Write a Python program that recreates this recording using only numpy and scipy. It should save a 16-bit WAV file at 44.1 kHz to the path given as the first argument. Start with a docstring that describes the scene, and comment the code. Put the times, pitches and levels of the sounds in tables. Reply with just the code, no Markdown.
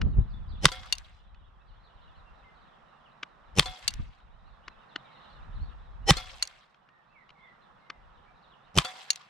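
"""Wind on the microphone ports, far traffic and small birds lie under the whole scene: shaped noise, whistled glides.
Dull ticks of noise come as a trigger is taken up; four times a gas pistol then fires in an open garden.
Faint noise bursts and hiss, growing in 10 ms steps, come before each crack of suction spikes, gas noise and low push;
then the pellet sets the modes of a metal trap ringing, while banded noise swells and fades as the garden's return.
The trigger clicks back in bright steel modes, and a gain control ducks loud sounds and creeps back up."""
import sys
import numpy as np
from scipy import signal
from scipy.fft import rfft, irfft, next_fast_len
from scipy.io import wavfile
from scipy.ndimage import uniform_filter1d, minimum_filter1d

SR = 44100
rng = np.random.default_rng(int(sys.argv[2]) if len(sys.argv) > 2 else 0)


def output_pcm(signal):
    """Save a mono or channel-first signal as 16-bit PCM at the path in sys.argv[1].

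    Samples are clipped to [-1, 1] before scaling.
    """
    pcm = np.clip(np.atleast_2d(signal).T, -1, 1) * 32767
    wavfile.write(sys.argv[1], SR, np.round(pcm).astype(np.int16))


def nominal_scale(level):
    """Amplitude ratio for a level in decibels (scalar or array-like)."""
    x = np.asarray(level, float) / 20
    return 10 ** x


N = 409688
TIME = np.arange(N) / SR
LEAD_S = .02   # short sounds begin this far into their buffer
SHORT_TIME = np.arange(4096) / SR - LEAD_S   # time in that buffer, zero at the start of the sound
LEAD, HALF_SECOND, HISS_SIZE, TAIL_SIZE = round(LEAD_S * SR), SR // 2, 2400, 33000   # lengths in samples

# The four shots. Each row: start of the crack in seconds, then the levels in dB of the low push, the early bursts,
# the hiss before the crack and the trap.
SHOTS = [(0.6542, -16.5, -13.5, -33, -25.5), (3.5945, -21.5, -8.5, -32, -24), (6.1055, -9, -18, -17.5, -21),
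         (8.7847, -21.5, -7, -35, -22.5)]
# Spectrum of the crack. Each row: frequency in Hz, density in dB per Hz.
CRACK_SPECTRUM = [(180, -30.5), (300, -4.5), (688, -15), (1230, 1.5), (1690, -6), (2600, -7), (3280, 0),
                  (7280, -17), (9650, -14), (15900, -48)]
# Muzzle spike and its nearest reflections. Each row: time in seconds, level in dB.
CRACK_SPIKES = [(.0006, -1.5), (.0022, -4), (.0031, -5.5)]
# Returns of the crack from table, fence and walls. Each row: delay in seconds, level in dB.
ECHOES = [(.0100, -20.5), (0.0279, -26), (0.0335, -25), (.1780, -36)]
# Spectrum of the noise bursts and hiss before the crack. Each row: frequency in Hz, density in dB per Hz.
EARLY_BURST_SPECTRUM = [(150, -25), (330, 0.5), (800, -2.5), (1430, -13.5), (3120, -8.5), (4570, -17),
                        (5220, -8), (10100, -22.5), (15900, -43)]
# Thin tones in the hiss before the crack. 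Each row: frequency in Hz, level in dB.
HISS_TONES = [(800, 0.5), (1920, -5), (3050, -1), (4170, -7), (5300, -2), (5770, -5)]
# Modes of the metal trap. Each row: frequency in Hz, level in dB, time to fall 60 dB in seconds.
TRAP_MODES = [(526, -14, 0.23), (743, -14, 0.45), (1360, -10, 0.2), (1400, -16, .13), (2140, -18, 0.5),
              (3378, -10, 0.42), (3505, -9, 0.2), (4226, -3, 0.06), (4570, -4, 0.07), (4918, -18, .25),
              (6560, -14, 0.043)]
# Spectrum of the pellet's slap and the trigger's snap. Each row: frequency in Hz, density in dB per Hz.
SNAP_SPECTRUM = [(300, -45), (2800, -10.5), (3730, -11.5), (4420, 1), (5160, -15), (5750, -10),
                 (10500, -20), (15900, -43)]
# Spectrum of the garden's return. Each row: frequency in Hz, density in dB per Hz.
GARDEN_SPECTRUM = [(200, -17), (363, -40.5), (521, -9), (659, -13.5), (748, -8), (1150, -6.5), (3470, -7),
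                   (9050, -23), (15000, -58)]
# Trigger springing back. Each row: start in seconds, level in dB, delay of its rebound in seconds.
RESETS = [(0.9249, -3, .0578), (3.8786, -3.5, .06), (6.425, -3, .0492), (9.1036, -2.5, .0545)]
# Modes of the trigger steel. Each row: frequency in Hz, level in dB, time to fall 60 dB in seconds.
STEEL_MODES = [(1050, -19, 0.045), (2800, -5, 0.05), (3623, -8, .04), (4500, 1, .032), (5850, -6, 0.035),
               (6632, -6, .04), (8350, -10, 0.028)]
# Spectrum of the rebound. Each row: frequency in Hz, density in dB per Hz.
REBOUND_SPECTRUM = [(900, -28), (2300, -5), (6000, 0), (14000, -24)]
# Trigger taken up. Each row: start in seconds, level in dB.
TICKS = [(0.016, -22.5), (1.346, -45), (3.231, -22), (4.203, -45), (4.681, -23.5), (4.96, -19),
         (6.745, -44), (6.889, -44.5), (7.293, -40), (7.304, -41), (7.901, -24)]
# Spectrum of the ticks in the frame. 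Each row: frequency in Hz, density in dB per Hz.
FRAME_SPECTRUM = [(130, -45), (280, -4), (613, -22), (1290, 1), (2170, -5.5), (2850, -2.5), (5550, -17.5),
                  (15000, -75)]
# Pistol and trigger at the two ports. Each row: frequency in Hz, left over right in dB.
NEAR_BALANCE = [(250, 0.5), (500, -3), (1500, 5), (4000, 1.5), (9000, -4)]
# Steep falling chirps. Each row: start in seconds, top pitch in Hz, level in dB.
CHIRPS = [(0.295, 5120, -69.5), (0.485, 5050, -66), (.575, 4050, -68), (1.839, 4700, -71),
          (3.04, 3520, -67), (4.885, 4420, -68), (5.54, 4650, -67), (7.61, 4450, -73), (8.42, 4600, -71.5),
          (8.51, 3700, -67.5)]
# Whistled glides. Each row: start in seconds, length in seconds, start and end pitch in Hz, level in dB.
GLIDES = [(0.333, 0.031, 3500, 3470, -60), (0.518, 0.049, 3420, 3490, -60), (2.247, 0.067, 2760, 2720, -69),
          (2.44, 0.068, 2100, 2050, -63.5), (5.027, 0.2, 2450, 1800, -68.5),
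          (7.145, 0.094, 2380, 1800, -57.5), (7.80, 0.21, 2160, 1980, -69), (8.26, .045, 2220, 2400, -67.5)]
# Arched whistles. Each row: start in seconds, length in seconds, top pitch in Hz, drop at both ends in Hz,
# level in dB.
ARCHES = [(5.264, 0.097, 4280, 902, -68), (5.591, 0.082, 4480, 905, -69.5), (6.857, 0.16, 1885, 150.7, -62),
          (7.084, 0.092, 2680, 180, -68), (7.389, .1, 3550, 603, -69.5)]
# One wavering call. Its row: start in seconds, length in seconds, start, middle and end pitch in Hz, level in dB.
TRILL = (7.35, 0.19, 2180, 2080, 1930, -60)
# Background levels over time. Each row: time in seconds, far traffic in dB, far bird chorus in dB.
AIR_LEVELS = [(0, -60, -72), (1.2, -59.5, -67), (2.3, -58.5, -72), (3.3, -59, -77.5), (4.3, -57, -70.5),
              (5.3, -54.5, -65.5), (5.9, -58.5, -74.5), (7.4, -59.5, -78), (9.29, -59.5, -74)]
# Spectrum of the far traffic. 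Each row: frequency in Hz, density in dB per Hz.
TRAFFIC_SPECTRUM = [(110, -4), (168, 4), (258, -11.5), (379, -8.5), (740, -1.5), (1230, -1), (2350, -18),
                    (3670, -21), (6610, -42), (14000, -62.5)]
# Stereo width of the traffic. Each row: frequency in Hz, left-right likeness from -1 to 1.
TRAFFIC_LIKENESS = [(60, 0.75), (180, 0.57), (550, -0.13), (1650, 0.5), (4970, 0.16)]
# Far traffic at the two ports. Each row: frequency in Hz, left over right in dB.
ROAD_BALANCE = [(400, 0), (1300, -5.5), (4000, -0.5)]
# Gusts on the ports. Each row: time of the top in seconds, level there in dB, seconds to rise the last 20 dB,
# seconds to fall 20 dB.
GUSTS = [(.04, -21, 1.5, 0.16), (0.18, -21, 0.035, 0.09), (0.401, -37, 8, 0.84), (1.5, -48, 1.4, 0.69),
         (2.14, -56, 0.25, 0.78), (3.7, -41, 0.26, 0.04), (3.999, -29.5, 0.16, 0.1349),
         (4.29, -47, 0.1, 0.5), (5.6, -42, 0.32, 0.48), (6.12, -40, 0.28, 0.38), (7.95, -57.5, 0, .5)]
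# Spectrum of the wind. Each row: frequency in Hz, density in dB per Hz.
GUST_SPECTRUM = [(20, 6.5), (50, 4.5), (100, -9), (180, -20), (300, -43), (800, -66)]

CRACK_DB = 4
EARLY_LEAD_S, EARLY_STEP_S, EARLY_STEP_DB = .0090, .0105, 11.5   # last burst before the crack, spacing, growth
HUM_DELAY_S, HUM_DB = .031, -12.5   # after the crack; against the trap level
TRAP_DELAY_S = .0635   # after the crack
GARDEN_DB = -21   # scattered sound against the trap level
NEAR_DB, NEAR_T60_S = 10, .22   # returns from near surfaces
SLAP_DB, SLAP_T60_S = 6, 0.24   # returns of the pellet's slap
FAR_DB, FAR_PEAK_S, FAR_SPREAD_S = -1.5, .2, .42   # far walls and hedges: 20 dB down one spread from the top
REBOUND_DB = -19   # against the snap level
PORT_LAG_S = .00002   # the right port hears pistol and trigger later
CHIRP_S, CHIRP_FALL = .048, .68   # length; end pitch against top pitch
TRILL_DEPTH = .035   # warble as a share of pitch
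CALM_DB = -74   # wind between gusts
GUST_EDGE = 1.5   # a gust's dB fall grows with this power of time from its top
DUCK_FROM_DB, DUCK_SHARE, DUCK_HOLD_S = -31.5, 0.42, 0.45   # threshold, share of the excess taken off, hold
DUCK_ATTACK_S, DUCK_RELEASE_DB_PER_S = .15, 9


def pistol():
    """Each shot: a crack with a low push of gas, faint growing bursts and hiss before it, echoes, the trap."""
    out = np.zeros((2, N))
    push = swing(150, 0.0037) - nominal_scale(-7.5) * swing(45, .007)
    for s, push_db, early_db, hiss_db, trap_db in SHOTS:
        blast = nominal_scale(CRACK_DB) * crack()
        add(out, blast, s - LEAD_S)
        for after, level_db in ECHOES:
            echo = cut(blast[::-1], 6000, "low")   # duller, with the ports swapped
            add(out, nominal_scale(level_db) * echo, s - LEAD_S + after)
        add(out, nominal_scale(push_db) * push, s + 0.0025)
        for k in range(4):   # counted back from the crack, so each step in time is louder than the last
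            before = EARLY_LEAD_S + k * EARLY_STEP_S
            level_db = early_db - k * EARLY_STEP_DB
            early_burst = burst(EARLY_BURST_SPECTRUM, .002, .0007, 2.5, .7, .0015)
            add(out, nominal_scale(level_db) * early_burst, s - LEAD_S - before)
            add(out, nominal_scale(level_db - 8.5) * push, s - before - .003)
        add(out, nominal_scale(hiss_db) * early_hiss(), s - HISS_SIZE / SR)
        hum = strike([(994, 0, .2)], 0.0033, 0.53, 0, size=HALF_SECOND)   # one mode near the muzzle
        add(out, nominal_scale(trap_db + HUM_DB) * hum, s + HUM_DELAY_S)
        add(out, nominal_scale(trap_db) * trap(), s + TRAP_DELAY_S)
        slap = burst(SNAP_SPECTRUM, 0.002, 0.0074, 0.83, 0.54)   # the pellet on the card
        add(out, nominal_scale(trap_db - 1.0) * slap, s - LEAD_S + TRAP_DELAY_S)
    return out


def crack():
    """Gas noise under three sharp spikes of suction; peak 1."""
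    t = SHORT_TIME
    spikes = np.zeros_like(t)
    for s, level_db in CRACK_SPIKES:
        spikes[LEAD + round(s * SR)] = -nominal_scale(level_db)
    spikes = colour(spikes, CRACK_SPECTRUM)
    spikes = spikes * np.exp(np.minimum(t, 0) / 0.00025) * np.exp(-np.maximum(t - .0035, 0) / 0.00093)
    gas = burst(CRACK_SPECTRUM, 0.0038, 0.00039, spiky_db=3.5, alike=0.5)
    x = spikes / np.abs(spikes).max() + nominal_scale(-2.5) * gas
    return x / np.abs(x).max()


def swing(hz, peak_s):
    """A slow lobe of pressure: suction, then a hump."""
    t = SHORT_TIME + LEAD_S
    return -np.sin(2 * np.pi * hz * t)[None] * (t / peak_s) * np.exp(1 - t / peak_s)


def early_hiss():
    """Hiss with thin tones in it, growing up to the crack."""
    hz, level_db = np.transpose(HISS_TONES)
    t = np.arange(HISS_SIZE) / SR
    turns = hz[:, None] * t + rng.random((2, len(hz), 1))   # each port has its own phases
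    tones = (nominal_scale(level_db)[:, None] * np.sin(2 * np.pi * turns)).sum(axis=1)
    hiss = colour(pair(.7, size=HISS_SIZE), EARLY_BURST_SPECTRUM)
    growth = np.exp(-(t[::-1] / 0.019) ** 2)
    return (rms_one(hiss) + nominal_scale(1.5) * rms_one(tones)) * growth


def trap():
    """The pellet's short contact rings the sheet's modes, over a longer rough excitation of the same modes."""
    blow = strike(TRAP_MODES, .004, .6, 1.5, size=HALF_SECOND)
    returned = strike(TRAP_MODES, 0.24, 1.0, 1.5, size=HALF_SECOND)   # the garden returns the ring
    return blow + nominal_scale(-9.5) * returned


def garden():
    """Scattered, grainy returns of each shot from near and far surfaces, the treble dying first."""
    out, t = np.zeros((2, N)), np.arange(TAIL_SIZE) / SR
    slap_t = t - TRAP_DELAY_S
    near = nominal_scale(NEAR_DB - 60 * t / NEAR_T60_S)
    slap = (slap_t > 0) * nominal_scale(SLAP_DB - 60 * np.abs(slap_t) / SLAP_T60_S)
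    far = nominal_scale(FAR_DB - 20 * ((t - FAR_PEAK_S) / FAR_SPREAD_S) ** 2)
    shape = np.sqrt(near ** 2 + slap ** 2 + far ** 2)
    # the same surfaces give every shot the same fine spectral peaks
    ripple = rms_one(nominal_scale(2.5 * drift(600, size=TAIL_SIZE // 2 + 1)))
    likeness = [(300, 0.4), (4000, 0.24), (9000, 0.09)]   # left-right, by Hz
    for s, *_, trap_db in SHOTS:
        noise = banded(GARDEN_SPECTRUM, likeness, 1.5 - 14 * t, 1700, 3.2, 180, count=13, size=TAIL_SIZE)
        noise = irfft(rfft(noise) * ripple, len(t))
        grain_db = 2.2 * drift(160.0, size=TAIL_SIZE)
        add(out, nominal_scale(trap_db + GARDEN_DB + grain_db) * shape * noise, s + 0.0044)
    return out


def trigger():
    """Bright steel snaps as it springs back, a dry tap as it rebounds, dull ticks in the frame as it is taken up."""
    out = np.zeros((2, N))
    for s, level_db, rebound_s in RESETS:
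        snap = burst(SNAP_SPECTRUM, 0.002, 0.0031, 0.5, 0.32)
        snap[:, LEAD:] += nominal_scale(-5.5) * strike(STEEL_MODES, 0.003, 0.58, 2.0, size=len(SHORT_TIME) - LEAD)
        snap = cut(snap, 900, "high")   # small parts carry no bass
        add(out, nominal_scale(level_db) * snap, s - LEAD_S)
        add(out, nominal_scale(level_db - 26) * snap[::-1], s + .007)   # return from the fence
        rebound = burst(REBOUND_SPECTRUM, .001, .0018, 1.5, .6)
        add(out, nominal_scale(level_db + REBOUND_DB) * rebound, s + rebound_s - LEAD_S)
    for s, level_db in TICKS:
        tick = nominal_scale(level_db) * burst(FRAME_SPECTRUM, 0.0012, 0.0024, 1.0, 1.0, 0.0015)
        add(out, tick, s - LEAD_S)
        add(out, nominal_scale(-15) * tick, s - LEAD_S - .0028)   # first touch
    return out


def birds(chorus_db):
    """Near notes one by one over a far chorus of steep sweeps; the garden blurs them all."""
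    near, far = np.zeros((2, N)), np.zeros((2, N))
    for s, hz, level_db in CHIRPS:
        chirp = note(CHIRP_S, hz, hz * np.sqrt(CHIRP_FALL), hz * CHIRP_FALL)
        add(near, nominal_scale(level_db) * chirp, s)
    for s, length_s, start_hz, end_hz, level_db in GLIDES:
        glide = note(length_s, start_hz, np.sqrt(start_hz * end_hz), end_hz)
        add(near, nominal_scale(level_db) * glide, s)
    for s, length_s, hz, drop_hz, level_db in ARCHES:
        add(near, nominal_scale(level_db) * note(length_s, hz - drop_hz, hz, hz - drop_hz), s)
    add(near, nominal_scale(TRILL[-1]) * note(*TRILL[1:-1], TRILL_DEPTH), TRILL[0])
    for when, pitch, long, falling, close in rng.random((600, 5)):
        hz = 2600 + 1500 * pitch
        sweep_hz = 700 * long * np.sign(falling - .3)   # most fall, some rise
        chirp = note(.025 + .03 * long, hz + sweep_hz, hz, hz - sweep_hz)
        add(far, nominal_scale(6 * close ** 2) * chirp, when * N / SR)
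    blur = rng.standard_normal((2, 6000)) * np.exp(-np.arange(6000) / (0.04 * SR))
    blur[:, 0] = 20   # direct sound
    blur = blur / np.linalg.norm(blur[0])
    near, far = (signal.fftconvolve(x, blur, axes=1)[:, :N] for x in (near, far))
    return near + nominal_scale(chorus_db) * rms_one(far)


def note(length_s, start_hz, middle_hz, end_hz, warble=.004):
    """A whistled glide through three pitches, a little unsteady in pitch and level."""
    u = np.linspace(0, 1, round(length_s * SR))
    hz = np.polyval(np.polyfit([0, .5, 1], [start_hz, middle_hz, end_hz], 2), u)
    hz = hz * (1 + warble * np.sin(2 * np.pi * 36 * length_s * u))   # 36 Hz warble
    waver = nominal_scale(4.5 * np.stack([drift(60, len(u)) for port in "LR"]))
    tone = np.sqrt(2) * np.sin(2 * np.pi * np.cumsum(hz) / SR)
    return tone * np.sin(np.pi * u) ** .5 * waver


def far_traffic(traffic_db):
    """A far road: banded noise whose level drifts slowly, coloured differently at each port."""
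    road = banded(TRAFFIC_SPECTRUM, TRAFFIC_LIKENESS, 0, 1000, 1.0, 120, count=14)
    return ports(nominal_scale(traffic_db) * road, ROAD_BALANCE)


def wind():
    """Low turbulence on the ports: nearly unlike left and right, brighter in the stronger gusts."""
    wind_db = wind_level()
    bright_db = .15 * (wind_db + 48.5)   # stronger gusts reach higher; dB per octave
    lumps = nominal_scale(3.0 * drift(18.0))   # eddies hit all bands at once
    noise = banded(GUST_SPECTRUM, [(30, 0.12), (300, 0.11)], bright_db, 52, 2.9, 26, count=11)
    return nominal_scale(wind_db) * lumps * noise


def wind_level():
    """Gusts add up in power over a calm; dB."""
    power = nominal_scale(CALM_DB) ** 2
    for s, peak_db, rise_s, fall_s in GUSTS:
        away = np.where(TIME < s, (s - TIME) / rise_s, (TIME - s) / fall_s)
        power = power + nominal_scale(peak_db - 20 * away ** GUST_EDGE) ** 2
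    return 10 * np.log10(power)


def strike(modes, contact_s, alike, spread_db, size):
    """A rough, fading contact sets every mode ringing with a strength of its own; peak 1."""
    contact = pair(alike, size) * np.exp(-np.arange(size) / (contact_s * SR)) + 1e-18
    contact[:, 0] += np.sqrt(contact_s * SR)   # the first touch is a firm blow
    out = 0
    for hz, level_db, t60 in modes:
        r, w = nominal_scale(-60 / (t60 * SR)), 2 * np.pi * hz / SR
        gain = nominal_scale(level_db + spread_db * rng.standard_normal())
        out = out + gain * signal.lfilter([0, np.sin(w)], [1, -2 * r * np.cos(w), r * r], contact)
    return out / np.abs(out).max()


def burst(spectrum, length_s, fall_s, spiky_db, alike, rise_s=0.00023):
    """A few ms of spiky noise with a sudden start; peak 1."""
    t = SHORT_TIME
    shape = (t > 0) * np.exp(-np.maximum(t - length_s, 0) / fall_s)
    spikes = nominal_scale(spiky_db * rng.exponential(1, len(t)))
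    x = colour(pair(alike, len(t)) * spikes * shape, spectrum)
    x = x * np.exp(np.minimum(t, 0) / rise_s)   # steep onset
    return x / np.abs(x).max()


def banded(spectrum, likeness, tilt_db, pivot_hz, patchy_db, lowest_hz, count, size=N):
    """Half-octave bands of stereo noise, each with its own level, flicker and likeness; tilt per octave."""
    out, power, white = 0, 0, rng.standard_normal((2, 2, size))
    for k in range(count):
        low = lowest_hz * 2 ** (k / 2)
        hz = low * 2 ** .25   # band centre
        sos = signal.butter(2, [low, low * np.sqrt(2)], "band", fs=SR, output="sos")
        mid, side = signal.sosfilt(sos, white[k % 2])   # neighbouring bands use separate noise
        alike = np.clip(at_hz(likeness, hz), -1, 1)
        stereo = np.sqrt(1 + alike) * mid + np.sqrt(1 - alike) * side * [[1], [-1]]
        band = nominal_scale(at_hz(spectrum, hz)) * stereo
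        power += np.mean(band ** 2)
        octaves = max(np.log2(hz / pivot_hz), 0)
        out = out + band * nominal_scale(tilt_db * octaves + patchy_db * drift(27.0, size))
    return out / np.sqrt(power)


def pair(alike, size):
    """Two noises that share a part."""
    mid, side = rng.standard_normal((2, size))
    alike = np.clip(alike, 0, 1)
    return np.sqrt(1 + alike) * mid + np.sqrt(1 - alike) * side * [[1], [-1]]


def drift(rate, size=N):
    """Slow random wander of spread 1: noise through two equal low-pass poles at rate Hz."""
    r = np.exp(-80 * np.pi * rate / SR)   # computed at every 40th sample
    slow = signal.lfilter([1], [1, -2 * r, r * r], rng.standard_normal(size // 40 + 2002))[2000:]
    return np.interp(np.arange(size) / 40, np.arange(len(slow)), rms_one(slow))


def ports(x, balance, lag_s=0):
    """A source reaches the two ports with its own colour and time."""
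    size = next_fast_len(N)
    hz = np.maximum(np.fft.rfftfreq(size, 1 / SR), 1)
    half = nominal_scale(at_hz(balance, hz) / 2) * np.exp(1j * np.pi * hz * lag_s)
    return irfft(rfft(x, size) * [half, 1 / half], size)[:, :N]


def colour(x, spectrum):
    """Shape a short sound by a spectrum."""
    hz = np.maximum(np.fft.rfftfreq(x.shape[-1], 1 / SR), 1)
    return irfft(rfft(x) * nominal_scale(at_hz(spectrum, hz)), x.shape[-1])


def at_hz(points, hz):
    """A spectrum read on a log-frequency axis."""
    points = np.array(points)
    return np.interp(np.log(hz), np.log(points[:, 0]), points[:, 1])


def in_time(rows, t=TIME):
    """Columns of a curve table read at times t."""
    s, *columns = np.transpose(rows)
    return [np.interp(t, s, c) for c in columns]


def cut(x, hz, kind):
    """Two-pole low- or high-pass."""
    return signal.lfilter(*signal.butter(2, hz, kind, fs=SR), x)


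def rms_one(x):
    """Scale to unit rms."""
    return x / np.sqrt(np.mean(x ** 2) + 1e-20)


def add(out, x, s):
    """Mix x into out from time s on."""
    i = round(s * SR)
    x, i = x[:, max(-i, 0):], max(i, 0)
    out[:, i:i + x.shape[-1]] += x[:, :N - i]


def scene():
    """All sources at the microphone."""
    traffic_db, chorus_db = in_time(AIR_LEVELS)
    near = ports(pistol() + trigger(), NEAR_BALANCE, PORT_LAG_S)
    return near + garden() + birds(chorus_db) + far_traffic(traffic_db) + wind()


def gain_control(x):
    """Loud sounds turn the gain down; it holds, then creeps back. Wind rumble is kept out of the detector."""
    heard = cut(x.mean(axis=0), 300, "high")
    level_db = 10 * np.log10(uniform_filter1d(heard ** 2, size=LEAD) + 1e-10)
    cut_db = DUCK_SHARE * np.maximum(level_db - DUCK_FROM_DB, 0)
    hold = round(DUCK_HOLD_S * SR) // 2 * 2 + 1
    held_db = -minimum_filter1d(-cut_db, hold, origin=hold // 2, mode="nearest")   # largest cut of the hold
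    slope = DUCK_RELEASE_DB_PER_S * TIME
    released_db = np.maximum.accumulate(held_db + slope) - slope
    r = np.exp(-1 / (DUCK_ATTACK_S * SR))
    return x * nominal_scale(-signal.lfilter([1 - r], [1, -r], released_db))


def low_pass(x):
    """Removes everything above the highest recorded frequency."""
    return signal.sosfilt(signal.butter(12, 16040, fs=SR, output="sos"), x)


def record(dry):
    """Gain control, then overload at full scale."""
    mix = np.clip(gain_control(dry), -1, 1)
    return low_pass(mix)


dry = scene()
out = record(dry)
output_pcm(out)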